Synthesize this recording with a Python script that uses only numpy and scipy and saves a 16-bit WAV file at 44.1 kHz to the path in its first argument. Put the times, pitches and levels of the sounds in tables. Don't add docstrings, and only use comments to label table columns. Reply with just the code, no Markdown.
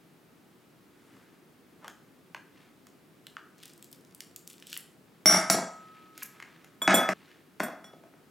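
import sys
import numpy as np
from scipy import signal
from scipy.fft import rfft, irfft, next_fast_len
from scipy.io import wavfile
from scipy.ndimage import uniform_filter1d

SR = 44100
rng = np.random.default_rng(int(sys.argv[2]) if len(sys.argv) > 2 else 0)


def waveform_to_disk(signal):
    frames = np.transpose(np.atleast_2d(signal))
    scaled = np.clip(frames, -1, 1) * 32767
    samples = np.round(scaled).astype(np.int16)
    wavfile.write(sys.argv[1], SR, samples)


N = 366030
FREQS = np.fft.rfftfreq(2048, 1 / SR) + 1


def amp(db):
    return 10 ** (np.asarray(db) / 20)


def unit(x):
    return x / np.sqrt(np.mean(x ** 2) + 1e-20)


def read(points, hz):
    f, value = np.transpose(points)
    return np.interp(np.log(hz + 1), np.log(f + 1), value)


def add(mix, s, sound):
    part = mix[max(round(s * SR), 0):][:len(sound)]
    part += sound[:len(part)]


def hump(hz, centre_hz, octaves):
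    return (1 + (np.log2((hz + 1) / centre_hz) / octaves) ** 2 / 4) ** -3


def noise(colour, size):
    white = rfft(rng.standard_normal(size))
    return unit(irfft(white * colour(np.fft.rfftfreq(size, 1 / SR)), size))


def click(colour, grit, grit_s):
    log_gain = np.log(np.maximum(colour / colour.max(), 1e-5))
    mirrored = np.r_[log_gain, log_gain[-2:0:-1]]
    pulse = np.fft.ifft(np.exp(np.conj(signal.hilbert(mirrored)))).real
    fractures = rng.standard_normal(len(pulse)) * np.exp(-np.arange(len(pulse)) / SR / grit_s)
    pulse = pulse + grit * signal.fftconvolve(pulse, fractures / np.linalg.norm(fractures))[:len(pulse)]
    return pulse / np.linalg.norm(pulse) * np.sqrt(.002 * SR)


# f/Hz, level/dB
ROOM_NOISE = [(15, -67.5), (25, -35.5), (102, -15), (161, -4), (229, -7), (256, -4.5), (354, -6.5),
              (591, -17), (641, -16.5), (988, -21), (1260, -19.5), (1400, -21), (1790, -22.5), (6210, -33),
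              (16000, -34)]
# f/Hz, level/dB
ROOM_WIDTH = [(60, -5), (150, -9), (380, -8.5), (950, -4.5), (2380, -6), (5980, -7), (15000, -25)]
def room_noise(level_db=-59.5):
    mid, side = (noise(lambda hz: amp(read(ROOM_NOISE, hz)), N) for _ in range(2))
    width = amp(read(ROOM_WIDTH, np.fft.rfftfreq(N, 1 / SR)))
    side = irfft(rfft(side) * width, N)
    return amp(level_db) * (mid + np.array([side, -side]))


# middle t/s, quarter of the length t/s, level/dB, centre f/Hz
RUBS = [(1.15, 0.16, -66.5, 1390), (1.122, .13, -74.5, 6500), (1.14, 0.039, -53.5, 117.5),
        (1.858, 0.037, -52, 810), (2.615, 0.07, -63.5, 1770), (3.659, 0.061, -62, 3100),
        (4.72, 0.042, -53.5, 3900), (5.908, 0.17, -63.5, 1554), (6.201, 0.045, -55.5, 2430),
        (6.465, 0.21, -62, 1470), (7.25, 0.13, -62, 1750)]
def hands(grain_db=3.5):
    out = np.zeros(N)
    for s, quarter, db, centre_hz in RUBS:
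        size = next_fast_len(int(4 * quarter * SR))
        grains = amp(grain_db * unit(uniform_filter1d(rng.standard_normal(size), size=150)))
        rub = unit(grains * noise(lambda hz: hump(hz, centre_hz, octaves=0.99), size))
        add(out, s - 2 * quarter, amp(db) * rub * np.hanning(size))
    return out


# f/Hz, t/s
ROOM_FADE = [(150, 0.36), (500, 0.41), (1400, 0.52), (3500, 0.4), (8000, 0.44), (15000, 0.22)]
# delay t/s, gain
ECHOES = [(.0009, 0.058), (.0034, 0.15), (0.0172, 0.1), (0.0155, 0.057), (.0185, .14), (0.031, 0.39)]
def kitchen(x, wet_db, side_db, build_s=0.0059, apart_hz=600):
    hz, t, spectra = signal.stft(rng.standard_normal((2, 32768)), SR, nperseg=256)
    decay = amp(-60 * t / read(ROOM_FADE, hz)[:, None])
    tails = signal.istft(spectra * decay, SR, nperseg=256)[1]
    tails *= 1 - np.exp(-(np.arange(tails.shape[1]) / SR / build_s) ** 2)
    mid, side = amp(wet_db) * tails / np.linalg.norm(tails[0])
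    side = signal.sosfilt(signal.butter(1, apart_hz, "high", fs=SR, output="sos"), side)
    mid[0] += 1
    for delay, gain in ECHOES:
        mid[round(delay * SR)] += gain * amp(wet_db)
    response = mid + amp(side_db) * np.array([side, -side])
    return signal.fftconvolve(x[None], response, axes=1)[:, :N]


def contact(hz, hardness_hz, slope=1.966):
    return 1 / np.sqrt(1 + (hz / hardness_hz) ** (2 * slope))


def snaps(rows, body, level_db, grit, grit_s, crumb_db, crumb_s, edge=0.058, crumbs=4, ripple_db=1.5):
    out = np.zeros(N)
    for s, db, hz, octaves in rows:
        ripple = np.c_[np.geomspace(500, 16000, 26), rng.standard_normal(26)]
        colour = hump(FREQS, hz, octaves) * amp(read(body, FREQS) + ripple_db * read(ripple, FREQS))
        colour *= contact(edge * hz, FREQS)
        add(out, s, amp(db + level_db) * click(colour, grit, grit_s))
        for lag, size in rng.standard_normal((crumbs, 2)):
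            crumb = amp(db + crumb_db + 0.91 * size) * click(colour, grit, grit_s)
            add(out, s + crumb_s * (1 + 0.17 * lag), crumb)
    return out


# t/s, level/dB, centre f/Hz, spread/octaves
TAPS = [(1.8452, -44, 750, 1.4), (1.8804, -40, 1190, 1.63), (2.347, -35.5, 1280, 0.93),
        (2.869, -53, 1730, 1.6), (3.3679, -36.5, 1390, 0.78)]
# f/Hz, level/dB
LID_TONE = [(400, -8), (680, 2.5), (950, 1), (1500, 2.5), (2100, -4), (2900, 1), (4300, -5), (6500, 5.5),
            (9000, 2), (16000, 3)]
def lid_taps():
    return snaps(TAPS, LID_TONE, level_db=4.0, grit=1.15, grit_s=0.0022, crumb_db=-14.5, crumb_s=.018)


# t/s, level/dB, centre f/Hz
CRACKS = [(3.2683, -41.5, 2880), (3.634, -44.5, 2590), (3.656, -45, 6100), (3.8257, -45.5, 4460),
          (3.9282, -44, 6000), (4.1483, -45, 8300), (4.2056, -37, 4430), (4.362, -38, 7000),
          (4.4758, -40, 7000), (4.5, -51, 5600), (4.6246, -45.5, 2200), (4.6699, -43.5, 4830),
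          (4.7294, -33.5, 2970), (4.7662, -37, 1970), (4.7751, -31, 11000)]
# start t/s, end t/s, level/dB
CRUMBLES = [(3.623, 3.982, -55), (4.492, 4.548, -53), (4.69, 4.755, -45)]
# f/Hz, level/dB
FLAKE_TONE = [(500, -9.5), (1400, 3), (2300, 2.5), (3100, 4.5), (4200, -1), (5200, 0.5), (6400, -3.5),
              (7800, 0.5), (10000, -1.5), (13000, 1), (16000, -2.5)]
def crust_cracks(per_run=6, flake_hz=5200, pitch_octaves=0.86, spread_db=6.5, width_octaves=1.5):
    breaks = list(CRACKS)
    for start, end, db in CRUMBLES:
        for k, (when, size, pitch) in enumerate(rng.uniform(-0.9, 1, (per_run, 3))):
            s = start + (end - start) * (k + .5 + .5 * when) / per_run
            breaks.append((s, db + spread_db * size, flake_hz * 2 ** (pitch_octaves * pitch)))
    rows = [(s, db, hz, width_octaves) for s, db, hz in breaks]
    return snaps(rows, FLAKE_TONE, level_db=2.0, grit=1.2, grit_s=0.0021,
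                 crumb_db=-27.5, crumb_s=.016, edge=0.59)


def crust_crunch(start_s=3.58, end_s=4.8, count=60, level_db=-61, spread_db=4.0):
    when, pitch = rng.random((2, count))
    levels = level_db + spread_db * np.clip(rng.standard_normal(count), -2, 2)
    out = np.zeros(N)
    for s, db, hz in zip(start_s + (end_s - start_s) * when, levels, 3500 * 3 ** pitch):
        add(out, s, amp(db) * click(hump(FREQS, hz, octaves=0.98), grit=1, grit_s=0.0013))
    return out


def ring(hz, fade_s, gains, size, waver=0, rise_s=0.0011):
    t = np.arange(size) / SR
    steps = rng.standard_normal((len(hz), size // 200 + 2, 2)) @ [1, 1j]
    drift = np.array([np.interp(t * SR / 200, np.arange(len(row)), row) for row in steps])
    tones = np.exp(2j * np.pi * hz[:, None] * t) * amp(-60 * t / fade_s[:, None])
    tones *= 1 + np.reshape(waver, (-1, 1)) * drift
    return gains @ tones * (1 - np.exp(-t / rise_s))


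# f/Hz, fade t/s, level/dB
WOOD_TONES = [(186.2, 0.16, -11.5), (225, 0.062, -19), (273, 0.079, -18.5), (337, 0.098, -18),
              (558, 0.023, -14.5), (629, 0.075, -12), (657, .12, -12), (790, 0.086, -21.5),
              (1430, .05, -19), (1598, 0.22, -22.5), (2141, .03, -7), (2030, 0.053, -23)]
def table_thuds(hardness_hz, level_db=-1):
    hz, fade_s, db = np.transpose(WOOD_TONES)
    signs = (-1) ** np.arange(len(hz))
    return ring(hz, fade_s, signs * amp(db + level_db) * contact(hz, hardness_hz), size=16000).imag


# f/Hz, fade t/s, level/dB if hit on the base, level/dB if hit on the wall
GLASS_TONES = [(1279.6, 2.1, -39, -19), (3368, 0.32, -33.5, -10.5), (3388, 0.38, -41, -4),
               (5330, .2, -12.5, -48), (5570, 0.16, -1, -38), (5644, 0.22, -1, -33.5),
               (5595, .2, -7, -35.5), (5860, 0.31, -17, -23), (7240, 0.11, -30.5, -6.5),
               (8300, 0.14, -40, -10.5), (8845, 0.21, -19, -18.5), (10580, 0.22, -10.5, -32),
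               (11020, 0.15, -35.5, -16), (11430, 0.16, -45.5, -21.5), (12850, .12, -37.5, -15.5),
               (13260, .21, -24, -20), (13490, 0.17, -24.5, -26), (14200, .12, -29, -18.5),
               (15000, .1, -29, -21.5)]
def glass_tones(base_db, wall_db, tilt_db):
    hz, fade_s, on_base, on_wall = np.transpose(GLASS_TONES)
    tilt = tilt_db * np.log2(np.maximum(hz, 3400) / 5000)
    base, wall = amp(base_db + on_base + tilt), amp(wall_db + on_wall + tilt)
    waver = 0.35 * np.minimum(hz / 5500, 1) ** 3
    rings = ring(hz, fade_s, np.hypot(base, wall), size=70000, waver=waver)
    rasp = np.hypot(base * amp(-7), wall * amp(-14))
    smeared = np.sqrt(rasp ** 2 @ hump(FREQS, hz[:, None], octaves=0.07) ** 2)
    return rings, np.linalg.norm(rasp, axis=1), smeared * (1 - contact(FREQS, 7800))


# f/Hz, level/dB
CLACK_TONE = [(30, -46), (100, -35), (180, -3.5), (470, -5), (680, 6.5), (1000, -2), (1600, 2), (2350, 0),
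              (2900, -7), (4000, -4.5), (5300, 3), (8500, 3.5), (12000, -13.5), (16000, -21.5)]
def ice_clack(hardness_hz, level_db=-1):
    colour = amp(read(CLACK_TONE, FREQS)) * contact(FREQS, hardness_hz)
    return amp(level_db) * click(colour, grit=3.6, grit_s=0.0035)


def struck_glass(blows, phase_rad=0.33):
    knocks, chime = np.zeros(N), np.zeros(N, complex)
    s, knock_db, hardness_hz, base_db, wall_db, tilt_db = np.transpose(blows)[:, :, None]
    thuds = table_thuds(hardness_hz)
    rings, rasp_gains, rasp_colours = glass_tones(base_db, wall_db, tilt_db)
    for k, at in enumerate(s[:, 0]):
        add(knocks, at, amp(knock_db[k]) * ice_clack(hardness_hz[k]))
        add(knocks, at, amp(knock_db[k]) * thuds[k])
        add(knocks, at, rasp_gains[k] * click(rasp_colours[k], grit=7.9, grit_s=0.0071))
        add(chime, at, rings[k])
    ringing = (chime * np.exp(1j * phase_rad * np.array([[1], [-1]]))).imag
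    return ringing + kitchen(knocks, wet_db=-4, side_db=-15.0)


# t/s, knock level/dB, hardness f/Hz, base ring level/dB, wall ring level/dB,
# treble tilt/(dB per octave)
BLOWS = [(5.2578, 0.5, 4100, 3.5, -42, -3.5), (5.297, -7, 1240, -15.5, -55, -4),
         (5.3444, -17, 980, -17.5, -50, -11), (5.4997, -9, 7030, -26.5, -36, 12.5),
         (6.8177, -25.5, 900, -62, -24, -2), (6.877, 1, 1550, -54, -28.5, -5),
         (6.9418, -7.5, 598, -45, -11.5, 3.5), (7.0895, -14.5, 1147, -44, -38.5, 0),
         (7.5986, -33.5, 2480, -52, -49.5, 9.5), (7.6027, -17.5, 1420, -59, -52, 2),
         (7.6315, -50, 1516, -54, -38, 9), (7.8427, -43, 1476, -54.5, -49, -3)]
# first knock t/s, gap t/s, level/dB, change per knock/dB
ROCKING = [(5.544, 0.041, -17, -7), (7.635, 0.048, -25, -5), (7.934, .102, -42, -3)]
def falling_cubes(stop_s=7.136, rocks=3, rock_hardness_hz=580, rock_ring_db=-33):
    blows = list(BLOWS)
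    for s, gap_s, first_db, step_db in ROCKING:
        for k in range(rocks):
            db = first_db + k * step_db
            blows.append((s + k * gap_s, db, rock_hardness_hz, db + rock_ring_db, db + rock_ring_db, 0))
    first_two = struck_glass([blow for blow in blows if blow[0] < stop_s])
    third = struck_glass([blow for blow in blows if blow[0] >= stop_s])
    gate = np.clip((stop_s - np.arange(N) / SR) / .001, 0, 1)
    return gate * first_two + third


# t/s, level/dB, centre f/Hz, spread/octaves
CREAKS = [(6.1781, -40, 4960, 2.5), (6.2228, -37.5, 1780, 1), (6.2276, -38.5, 5660, 2.1),
          (6.232, -31, 12170, 1.6), (6.4015, -40.5, 1710, 1.1), (6.4251, -38, 1790, 0.93),
          (6.6456, -50, 1220, 1.9)]
# f/Hz, level/dB
TRAY_TONE = [(600, -5), (1650, 1.5), (2400, 1), (3500, -12.5), (5500, -5.5), (6600, -2), (9500, -5),
             (11800, 2), (13000, 0), (16000, -7)]
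def tray_creaks():
    return snaps(CREAKS, TRAY_TONE, level_db=1.5, grit=1.0, grit_s=0.0035, crumb_db=-19.5, crumb_s=0.027)


def scene(bass_cut_hz=135):
    cubes = falling_cubes()
    handling = lid_taps() + crust_cracks() + crust_crunch() + tray_creaks() + hands()
    action = cubes + kitchen(handling, wet_db=-8.5, side_db=-13.0)
    action = signal.sosfilt(signal.butter(4, bass_cut_hz, "high", fs=SR, output="sos"), action)
    return (action + room_noise()) * amp([[.3], [-.3]])


def record(dry, limit_db=-15, release_s=0.028, top_hz=16300):
    power_db = 10 * np.log10(abs(uniform_filter1d((dry ** 2).mean(0), size=180)) + 1e-12)
    over_db = np.maximum(power_db - limit_db, 1e-9)
    fall = np.arange(N) / SR / release_s
    cut_db = np.exp(np.maximum.accumulate(np.log(over_db) + fall) - fall)
    limited = dry / amp(uniform_filter1d(cut_db, size=40))
    rounded = limited / (1 + (limited / .62) ** 6) ** (1 / 6)
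    low_pass = signal.firwin(255, top_hz, window=("kaiser", 9), fs=SR)
    return signal.oaconvolve(rounded, low_pass[None], "same")


dry = scene()
out = record(dry)
waveform_to_disk(out)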